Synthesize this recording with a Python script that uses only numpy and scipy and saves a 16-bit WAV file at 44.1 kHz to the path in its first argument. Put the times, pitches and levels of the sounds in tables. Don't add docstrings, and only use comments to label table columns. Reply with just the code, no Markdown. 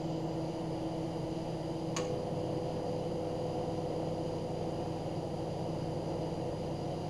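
import sys
import numpy as np
from scipy import signal
from scipy.fft import rfft, irfft
from scipy.io import wavfile
from scipy.ndimage import uniform_filter1d

SR = 44100
rng = np.random.default_rng(int(sys.argv[2]) if len(sys.argv) > 2 else 0)


def transcribe(signal):
    frames = np.atleast_2d(signal).T
    limited = np.clip(frames, -1, 1)
    pcm = np.round(limited * 32767).astype(np.int16)
    wavfile.write(sys.argv[1], SR, pcm)


def invert_db(x):
    u = np.asarray(x, float) / 20
    return 10 ** u


N = 312669

ON_S, ON_RISE_S = 1.975, .012
LOAD_S, LOAD_RISE_S = 4.55, .15


def stage(start, rise):
    since = np.maximum(np.arange(N) / SR - start, 0)
    return 1 - np.exp(-since / rise)


def coloured(points):
    hz, db = np.transpose(points)
    f = np.maximum(np.arange(N // 2 + 1) * SR / N, 1)
    shape = invert_db(np.interp(np.log(f), np.log(hz), db, left=-160, right=-160))
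    return irfft(rfft(rng.standard_normal(N)) * shape, N) * np.sqrt(SR / 2)


def walk(rate):
    hold = int(SR / rate)
    steps = np.repeat(rng.standard_normal(N // hold + 1), hold)
    slewed = uniform_filter1d(uniform_filter1d(steps, hold), hold)
    return 1.45 * slewed[:N]


def ring(x, hz, width):
    return signal.lfilter(*signal.iirpeak(hz, hz / width, SR), x)


def tone(turns, db):
    return np.sqrt(2) * invert_db(db) * np.sin(2 * np.pi * (turns + rng.random()))


# (multiple of blade-pass, level re blade tone [dB])
FAN_ORDERS = [(1.5, -20), (1.75, -20), (3, -10), (4, -13.5), (4.5, -14), (5, -21), (5.12, -14), (6, -19.5)]
FAN_HZ, FAN_SAG_ON, FAN_SAG_LOAD = 161.42, .005, .005
FAN_DB, SECOND_DB = -44.2, .6
FAN_DROP_DB, SECOND_DROP_ON_DB, SECOND_DROP_LOAD_DB, FAN_SETTLE_S = -1, -2.5, -2.5, .07


def fan():
    on, load = stage(ON_S, FAN_SETTLE_S), stage(LOAD_S, LOAD_RISE_S)
    hz = FAN_HZ * (1 - FAN_SAG_ON * on - FAN_SAG_LOAD * load)
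    db = FAN_DB + FAN_DROP_DB * on
    second_db = SECOND_DB + SECOND_DROP_ON_DB * on + SECOND_DROP_LOAD_DB * load
    turns = np.cumsum(hz) / SR + 0.013 * walk(2.96)
    first = tone(turns, db + 0.79 * walk(2.94))
    second = tone(2 * turns, db + second_db + 0.64 * walk(6))
    others = sum(tone(k * turns, db + under_db + 0.8 * walk(2.0)) for k, under_db in FAN_ORDERS)
    return first + second + others


def reflected(x, t60, share):
    t = np.arange(SR // 4) / SR
    echoes = rng.standard_normal(len(t)) * 1000 ** (-t / t60) * (t > .012)
    echoes *= np.sqrt(share / np.sum(echoes ** 2))
    echoes[0] = np.sqrt(1 - share)
    return irfft(rfft(x) * rfft(echoes, N), N)


# (frequency [Hz], level per Hz [dB])
AIR = [(18, -95), (27, -74), (90, -78), (230, -81), (420, -80), (700, -75), (960, -80), (1060, -88),
       (1300, -92), (1500, -95.5), (1750, -96.5), (2200, -95.5)]
# (frequency [Hz], level per Hz [dB])
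VENTS = [(2200, -95.5), (2600, -95.8), (2850, -89), (3100, -89.5), (3320, -97.1), (3700, -98.5),
         (4050, -95.7), (4500, -96), (4750, -88.6), (4880, -86.5), (5050, -96.9), (5300, -102.9),
         (5900, -98.5), (7000, -99.9)]
# (frequency [Hz], width [Hz], rms level [dB])
CASE = [(65.5, 11.5, -59), (135.1, 15.2, -47.5), (173.7, 23, -51), (208, 27, -56), (247, 20, -63.5),
        (281.6, 10.6, -57.5), (337.4, 23.5, -46), (449.8, 10.6, -54), (502.5, 41.5, -48),
        (563.5, 53, -48.5), (656, 18.5, -55), (724.5, 19, -53.5), (842.4, 29, -63), (895, 25, -62),
        (930, 29, -64), (1028, 14, -66.5), (1186, 135, -70.5), (1930, 250, -70)]


def air():
    flow = coloured(AIR) * invert_db(.6 * walk(12))
    slots = coloured(VENTS) * invert_db(.3 + .4 * walk(20))
    out = reflected(flow + slots, .3, .12)
    for hz, width, db in CASE:
        once = ring(rng.standard_normal(N), hz, 2.05 * width)
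        band = ring(once, hz, 2.05 * width)
        out += band / band.std() * invert_db(db + 0.74 * walk(1.59))
    return out


MAINS_HZ = 49.97
# (mains harmonic [multiple], rms level [dB])
HUM = [(2, -49.5), (4, -54.5), (5, -56.5), (6, -60), (12, -68.5), (14, -56)]
# (mains harmonic [multiple], rms level [dB], change under load [dB])
BUZZ = [(8, -51, -2), (10, -42, -6), (16, -59.5, -3), (20, -69, -6), (22, -74, -6)]
HUM_IDLE_DB, HUM_LOAD_DB = -7.5, -0.5
BUZZ_IDLE_DB, BUZZ_SAG_DB_PER_S = -20, -1
INRUSH_DB, INRUSH_S = 12, .035


def transformer():
    t = np.arange(N) / SR
    off, load = 1 - stage(ON_S, ON_RISE_S), stage(LOAD_S, LOAD_RISE_S)
    hum_db = HUM_IDLE_DB * off + HUM_LOAD_DB * load
    surge_db = INRUSH_DB * (1 - off) * (1 - stage(ON_S, INRUSH_S))
    buzz_db = BUZZ_IDLE_DB * off + surge_db + BUZZ_SAG_DB_PER_S * np.maximum(t - LOAD_S, 0)
    turns = MAINS_HZ * t
    hum = sum(tone(k * turns, db + hum_db + 0.25 * walk(0.8)) for k, db in HUM)
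    buzz = sum(tone(k * turns, db + buzz_db + load_db * load + 1.33 * walk(4.39))
               for k, db, load_db in BUZZ)
    return hum + buzz


# (frequency [Hz], level per Hz [dB])
HISS = [(7000, -99.9), (7500, -107.9), (8200, -110.7), (9200, -112.7), (10200, -114), (10950, -112),
        (11700, -113.4), (12300, -115.5), (12600, -126.5), (15600, -127.5)]
CLOCK_HZ = SR / 32
# (multiple of CLOCK_HZ, rms level [dB])
CLOCK = [(1, -78), (4, -85), (5, -85), (6, -87), (7, -83), (8, -80), (9, -97), (10, -96), (11, -97)]
WHINE_S = .36
# (frequency [Hz], rms level [dB])
WHINE = [
    (7290, -77),
    (9721, -74),
]
OFFSET = .0011


def camera():
    t = np.arange(N) / SR
    clock = sum(tone(k * CLOCK_HZ * t + .015 * walk(30), db + 0.42 * walk(18)) for k, db in CLOCK)
    before, after = (tone(hz * t, db) for hz, db in WHINE)
    whine = np.where(t < WHINE_S, before, after)
    return coloured(HISS) + clock + whine + OFFSET


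# (frequency [Hz], t60 [s])
ROOM = [(1000, .42), (2500, .42), (6000, .38), (11000, .2)]
ROOM_DB = -6


def room(x):
    t = np.arange(SR // 2) / SR
    tail = sum(ring(rng.standard_normal(len(t)), hz, 1.0 * hz) * 1000 ** (-t / t60) / hz ** 0.27
               for hz, t60 in ROOM)
    tail = tail * (1 - np.exp(-t / 0.0025))
    tail = tail / np.sqrt(np.sum(tail ** 2))
    return x + invert_db(ROOM_DB) * signal.fftconvolve(x, tail)[:N]


# (time [s], ring level [dB], rattle level [dB])
RELAY = [
    (1.9644, -29, -33.5),
    (1.968, -30, -34.5),
    (1.9764, -39, -40),
    (1.9844, -46, -46),
    (2.0494, -41.5, -70),
]
# (frequency [Hz], level [dB], t60 [s])
RELAY_MODES = [(1147, -14, .02), (1700, -17, .025), (2320, -13, .025), (3030, -14, .025), (4330, -14, .025),
               (4830, -14, .025), (6180, -6, .02), (6380, -2, .022), (6680, 0, .022)]
# (frequency [Hz], level per Hz [dB])
RATTLE = [(500, -39), (1100, 3), (1450, -9), (2300, -6), (3700, -11.5), (4800, -7), (5500, -18), (6500, -8),
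          (7500, -14), (10000, -27.5), (14500, -36), (14900, -70)]
RATTLE_S, RING_RISE_S = .005, .00035
RING_IN_ROOM = .6
TOP = signal.ellip(8, .3, 60, 14800, fs=SR, output="sos")


def relay():
    t = np.arange(4410) / SR
    modes = sum(invert_db(db) * np.sin(2 * np.pi * hz * t) * 1000 ** (-t / t60) for hz, db, t60 in RELAY_MODES)
    modes = modes * (1 - np.exp(-(t / RING_RISE_S) ** 2))
    rattle, shakes, rings = coloured(RATTLE), np.zeros(N), np.zeros(N)
    envelope = (1 - np.exp(-t / .0004)) * np.exp(-t / RATTLE_S)
    for s, ring_db, rattle_db in RELAY:
        at = slice(int(s * SR), int(s * SR) + len(t))
        impacts = rng.standard_normal(len(t)) * np.exp(-t / 0.0022)
        ringing = signal.fftconvolve(impacts, modes)[:len(t)]
        rings[at] += invert_db(ring_db) * ringing / np.abs(ringing).max()
        shakes[at] += invert_db(rattle_db) * rattle[at] / rattle.std() * envelope
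    in_room = room(shakes + RING_IN_ROOM * rings)
    return signal.sosfilt(TOP, in_room + (1 - RING_IN_ROOM) * rings)


def scene():
    return (fan() + air() + transformer() + relay())[None]


def roll_off(x):
    return signal.sosfilt(signal.butter(12, 15640, fs=SR, output="sos"), x)


def record(dry):
    mix = dry + camera()
    return roll_off(mix)


dry = scene()
out = record(dry)
transcribe(out)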